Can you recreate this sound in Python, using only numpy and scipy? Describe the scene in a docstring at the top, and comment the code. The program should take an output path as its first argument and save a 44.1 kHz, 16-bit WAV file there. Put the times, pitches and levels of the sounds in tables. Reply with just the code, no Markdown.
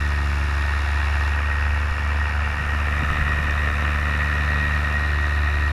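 """A propeller drones and chops the air: a paramotor at steady throttle, heard from the pilot's helmet.
Overtones of the blade rate make the drone and slap; noise pulsed by the two blades makes the hiss and rasp.
The two-stroke engine, geared faster, buzzes in firing tones and rings near 1.9 kHz in filtered noise.
An arm goes up and the head tips back, which changes the colour; the airstream rumbles and buffets the
microphone in shaped noise and short low thumps."""
import sys
import numpy as np
from scipy import signal
from scipy.fft import rfft, irfft
from scipy.io import wavfile

SR = 44100
rng = np.random.default_rng(int(sys.argv[2]) if len(sys.argv) > 2 else 0)


def to_wav(s):
    """Save 16-bit WAV."""
    ch = np.atleast_2d(s).T  # columns
    pcm = np.round(np.clip(ch, -1, 1) * 32767)  # PCM
    wavfile.write(sys.argv[1], SR, pcm.astype(np.int16))


N = 252238
TIME = np.arange(N) / SR  # s
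FREQS = np.fft.rfftfreq(N, 1 / SR)  # Hz


def from_db(db):
    """Decibels to gain."""
    return 10 ** (np.asarray(db) / 20)


def rms_one(x):
    """Scale to unit rms."""
    return x / np.sqrt(np.mean(x ** 2) + 1e-20)


def in_time(rows):
    """Each column of a curve, drawn in straight lines, at every sample."""
    start_s, *columns = np.transpose(rows)
    return [np.interp(TIME, start_s, column) for column in columns]


def drift(rate):
    """Slow random curve of spread 1 that changes about rate times a second."""
    step = 40  # samples between random draws
    settle = 2000  # first draws, dropped while the filter settles
    r = np.exp(-2 * np.pi * rate * step / SR)
    noise = rng.standard_normal(N // step + 2 + settle)
    slow = signal.lfilter([1], [1, -2 * r, r * r], noise)[settle:]
    return np.interp(np.arange(N) / step, np.arange(len(slow)), rms_one(slow))


def colour(x, spectrum):
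    """Give x a spectrum that falls 30 dB an octave further beyond its ends; rms 1."""
    hz, level_db = np.transpose(spectrum)
    octave, knots = np.log2(FREQS + 1e-3), np.log2(hz)
    outside = np.abs(octave - np.clip(octave, knots[0], knots[-1]))
    gain = from_db(np.interp(octave, knots, level_db) - 30 * outside)
    return rms_one(irfft(rfft(x) * gain, N))


def resonate(x, hz, width_hz):
    """One two-pole resonance; rms 1."""
    r = np.exp(-np.pi * width_hz / SR)
    return rms_one(signal.lfilter([1, 0, -1], [1, -2 * r * np.cos(2 * np.pi * hz / SR), r * r], x))


def puff(turns, at, sharp):
    """A smooth bump of height 1 once a cycle."""
    return np.exp(sharp * (np.cos(2 * np.pi * (turns - at)) - 1))


def by_pose(ahead, up, pose):
    """Blend a value between looking ahead and looking up."""
    return (1 - pose) * ahead + pose * up


def tone_db(tones, k, pose):
    """Level of the k-th tone as the head turns between its two poses."""
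    multiple, ahead_db, up_db = np.transpose(tones)
    return by_pose(np.interp(k, multiple, ahead_db), np.interp(k, multiple, up_db), pose)


def arm_raised():
    """The pilot holds an arm up beside the helmet: 0 with it down, 1 with it up."""
    up_s, down_s, move_s = 1.32, 5.03, 0.14
    return np.clip(0.5 + np.minimum(TIME - up_s, down_s - TIME) / move_s, 0, 1)


def propeller_tones(blade, pose, arm, waver_db, smear):
    """Each blade pushes a pressure pulse; the frame and the pilot's body scatter its overtones."""
    # the drone sags and recovers: centre_s, depth_db, half_length_s (to 1/e of the depth)
    sags = [(1.97, 4.5, 0.067), (2.31, 3, 0.037), (2.58, 5.5, 0.11), (3.136, 5, 0.032)]
    # shared swing of the low overtones, used about its mean: start_s, level_db
    fullness = [(0, -36), (0.45, -37.5), (0.85, -47), (1.5, -43.5), (2.3, -44), (3.1, -36), (3.7, -36.5),
                (4.6, -32), (5.2, -38.5), (5.72, -40)]
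    # second to seventh overtones: mean_db, share_of_swing, arm_up_change_db
    low_overtones = [(-39, 1, -1), (-47.5, 0.58, 3), (-48, 0.66, -4), (-48, 0.24, -14.5), (-57.5, 0.45, 2),
                     (-57, .2, 7)]
    # scattered overtones: multiple_of_blade_rate, looking_ahead_db, looking_up_db
    blade_tones = [(8, -63, -53), (9.99, -51, -49), (11, -76, -70), (11.99, -46, -58.5), (15.1, -48.5, -62),
                   (16.9, -49, -42), (18.4, -51.5, -43), (20.93, -43.5, -48), (21.9, -60.5, -61),
                   (23.8, -41.5, -51), (24.62, -53, -38), (26, -70, -78), (31.8, -46.5, -59),
                   (33.27, -66, -42), (36.8, -54.5, -62), (39.4, -51.5, -55), (41.7, -71, -69)]
    drone_db, drone_arm_db = -21.5, -1.6  # the raised arm shades the drone as the head looks up

    sag_db = sum(depth_db * np.exp(-((TIME - s) / length) ** 2) for s, depth_db, length in sags)
    fullness_db, = in_time(fullness)
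    swing_db = fullness_db - fullness_db.mean()
    lows_db = [drone_db + drone_arm_db * arm * pose - sag_db + 0.54 * drift(5.7)]
    lows_db += [mean_db + share * swing_db + arm_db * arm for mean_db, share, arm_db in low_overtones]
    out = sum(from_db(db) * np.cos(2 * np.pi * k * blade) for k, db in enumerate(lows_db, 1))
    for k in range(8, 43):
        level_db = tone_db(blade_tones, k, pose) + waver_db * drift(20.0)
        # higher overtones arrive later, which stretches the pulse into a short slap
        arrival = 0.62 + 0.004285 * k  # blade passes
        phase_smear = smear * k / 20 * drift(6.3)  # radians
        out += from_db(level_db) * np.cos(2 * np.pi * k * (blade - arrival) + phase_smear)
    return np.sqrt(2) * out  # the levels are rms


def chopped_air(blade, pose, arm, between, uneven_db):
    """Turbulence swells as a blade cuts the wake of the frame: first a hiss, then a rasp."""
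    # rasp level before its trim: start_s, level_db
    rasp_level = [(0, -35.5), (0.7, -34), (1.3, -32), (1.9, -34.5), (2.4, -32.5), (2.75, -32),
                  (3.05, -29.5), (4.0, -30.5), (4.75, -31), (5.15, -33), (5.72, -34.5)]
    rasp_trim_db = 1.56
    # noise colours, looking ahead and looking up: pitch_hz, relative_level_db (per Hz)
    rasp_ahead, rasp_up = [(100, -6), (250, -4.5), (450, -10), (750, -2), (1000, -2), (1400, 2.5),
                           (1620, 2), (1800, 1.5), (2020, -6), (2400, -0.5), (2750, -2.5), (3050, -15.5),
                           (3850, -23), (4600, -35)], [(100, -7), (250, -3.5), (450, -7.5), (850, -6.5), (1300, 3),
                                               (1620, -4), (1850, 9), (2150, -6.5), (2500, -1.5),
                                               (2850, -6), (3100, -15.5), (3450, -18), (3750, -9.5),
                                               (4600, -55)]
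    hiss_ahead, hiss_up = [(3500, 2.5), (4600, -3), (5200, 0), (6200, -10), (7100, -7.5), (7550, -17),
                           (8500, -14.5), (9500, -15.5), (10600, -12.5), (12500, -24), (15300, -26)], [(3500, -6.5), (4600, -1), (5500, 2.5), (6500, -4),
                                               (7100, -4), (7600, -7), (8500, -6.5), (9300, -9.5),
                                               (10300, -6.5), (12500, -12), (15300, -17)]
    # hiss level in each pose, and the raised arm's effect on it
    hiss_ahead_db, hiss_ahead_arm_db = -43.5, -3
    hiss_up_db, hiss_up_arm_db = -51.5, 2

    rasp_db, = in_time(rasp_level)
    hiss_db = by_pose(hiss_ahead_db + hiss_ahead_arm_db * arm, hiss_up_db + hiss_up_arm_db * arm, pose)
    swell = puff(blade, at=0.81, sharp=0.99) * from_db(uneven_db * drift(54))
    rough = (between + swell) * rng.standard_normal(N)
    tip_spit = 0.73 * puff(blade, at=0.61, sharp=14.0) * from_db(4.8 * drift(60))
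    fine = (1.08 + puff(blade, at=0.58, sharp=0.59) + tip_spit) * rng.standard_normal(N)
    rasp = by_pose(colour(rough, rasp_ahead), colour(rough, rasp_up), pose)
    hiss = by_pose(colour(fine, hiss_ahead), colour(fine, hiss_up), pose)
    return from_db(rasp_db + rasp_trim_db) * rasp + from_db(hiss_db) * hiss


def exhaust(firing, pose, waver_db, wander):
    """The firing tones; cycle-to-cycle scatter makes the high ones less steady."""
    # exhaust tones: multiple_of_firing_rate, looking_ahead_db, looking_up_db
    firing_tones = [(1.04, -36.5, -38.5), (1.98, -64, -68), (2.97, -61.5, -57.5), (3.94, -57, -64.5),
                    (6.75, -65.5, -44), (8.1, -62, -70.5), (9.6, -44.5, -44), (10.7, -59.5, -50),
                    (11.7, -60, -37.5), (12.4, -37.5, -53), (14, -54, -56), (15.3, -63, -49),
                    (16.2, -60, -50.5), (18.3, -45, -36.5), (18.4, -42, -54), (18.6, -63, -50),
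                    (28, -59, -55)]
    timing = firing + wander * drift(8.9)  # wander in firing cycles
    out = 0
    for k in range(1, 29):
        level_db = tone_db(firing_tones, k, pose) + waver_db * np.sqrt(k / 20) * drift(10.6)
        out = out + from_db(level_db) * np.cos(2 * np.pi * (k * timing + rng.random()))
    return np.sqrt(2) * out  # the levels are rms


def engine_ring(blade, firing, pose, arm, ring_db, whine_db):
    """Every firing rattles the casing; the firing tone that meets its ring whines, and the blades make it flutter."""
    # casing resonances: pitch_hz, width_hz (of the first of two passes), relative_level_db
    ring_modes = [(1790, 140, -7.5), (1806, 90, -4.5), (1882, 31, 0)]
    # shared level of the casing before its trim: start_s, level_db
    ring_level = [(0, -32.5), (0.35, -37.5), (0.75, -34), (1.55, -32.5), (1.95, -36), (2.2, -31),
                  (2.5, -36), (3.2, -34), (3.8, -33.5), (4.7, -28), (5.4, -30.5), (5.72, -29.0)]
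    ring_trim_db = 0.36
    whine_multiple = 19  # the firing tone that falls on the ring
    upper_hz, upper_width_hz = 3810, 790  # broad upper resonance
    upper_ahead_db, upper_up_db, upper_arm_db = -16.5, -16, -13.5  # against the shared level

    level_db, = in_time(ring_level)
    rattles = (1 + puff(firing, at=0, sharp=2.8)) * rng.standard_normal((len(ring_modes), N))
    ring = sum(from_db(db) * resonate(resonate(rattle, hz, width), hz, 2 * width)
               for rattle, (hz, width, db) in zip(rattles, ring_modes))
    whine = np.cos(2 * np.pi * whine_multiple * firing + 0.5 * drift(8)) * from_db(1.1 * drift(25))
    casing = from_db(level_db + ring_trim_db) * (from_db(ring_db) * ring + from_db(whine_db) * whine)
    flutter = rms_one(1 + 0.55 * puff(blade, at=0.82, sharp=1))

    upper = rng.standard_normal(N) * (0.37 + puff(blade, at=0.66, sharp=1.0))
    for _ in range(2):
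        upper = resonate(upper, upper_hz, upper_width_hz)
    # looking ahead, the arm shades the microphone from the engine behind it
    upper_db = level_db + by_pose(upper_ahead_db + upper_arm_db * arm, upper_up_db, pose)
    return flutter * casing + from_db(upper_db) * upper


def wind(lumpy_db):
    """Lumpy rumble on the microphone port, and single eddies that thump on it."""
    # airstream rumble: pitch_hz, relative_level_db (per Hz)
    rumble_colour = [(10, -4), (25, 3.5), (40, 4.5), (70, -5), (140, -4), (300, -27), (800, -63)]
    # single buffets: centre_s, peak_db, pitch_hz
    buffets = [(1.715, -24, 35), (1.917, -19, 30), (2.608, -25.5, 156), (2.67, -25, 40), (3.03, -23.5, 242),
               (3.033, -17.5, 110), (3.109, -16, 50.6)]
    # a steady flow, and one gust as the head tips back
    flow_db, gust_db = -43, 13
    gust_s, rise_s, fall_s = 3.2, 0.8, 0.84

    gust = np.interp(TIME, [gust_s - rise_s, gust_s, gust_s + fall_s], [0, 1, 0])
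    rumble = colour(rng.standard_normal(N) * from_db(lumpy_db * drift(23)), rumble_colour)
    out = from_db(flow_db + gust_db * gust) * rumble
    for s, peak_db, hz in buffets:
        age = TIME - s
        bump = np.exp(-(age / 0.005) ** 2)
        out += from_db(peak_db) * bump * np.cos(2 * np.pi * hz * age)
    return out


def scene():
    """Propeller and engine turn together through the reduction drive."""
    # cruise: start_s, blade_passes_hz
    speed = [(0, 72.3), (0.25, 71.51), (0.5, 71.24), (0.7, 71.33), (1, 71.9), (1.4, 72.38), (1.8, 72.84),
             (2.1, 73.12), (2.5, 73.0), (2.8, 73.16), (3.2, 73.67), (3.6, 73.36), (4.1, 73.45),
             (4.6, 73.47), (5, 73.18), (5.4, 73.16), (5.72, 72.9)]
    # head pose: start_s, tilt (0 looking ahead, 1 looking up)
    head_pose = [(0, 0.21), (.45, 0.14), (.8, 0.085), (1.5, 0.2), (2.4, 0.098), (3.1, 0.97), (4.65, 0.87),
                 (5.1, 0.76), (5.72, 0.79)]
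    firings_per_blade = 1.357

    blade_hz, = in_time(speed)
    pose, arm = np.clip(in_time(head_pose)[0], 0, 1), arm_raised()
    blade = np.cumsum(blade_hz) / SR  # blade passes so far
    firing = firings_per_blade * blade  # firings so far
    propeller = propeller_tones(blade, pose, arm, waver_db=2.5, smear=0.77)
    propeller = propeller + chopped_air(blade, pose, arm, between=0.34, uneven_db=2.0)
    engine = exhaust(firing, pose, waver_db=2.0, wander=0.00095)
    engine = engine + engine_ring(blade, firing, pose, arm, ring_db=-5.0, whine_db=-2.0)
    return (propeller + engine + wind(lumpy_db=4.5))[None]


def record(dry):
    """The top is cut steeply; the ends are eased over a few milliseconds."""
    ease = np.clip(np.minimum(TIME, TIME[-1] - TIME) / 0.004, 0, 1)
    # 0.1 dB passband ripple, 90 dB stopband, passband edge in Hz
    low_pass = signal.ellip(12, 0.1, 90, 15250, fs=SR, output="sos")
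    return signal.sosfilt(low_pass, dry * ease)


dry = scene()
out = record(dry)
to_wav(out)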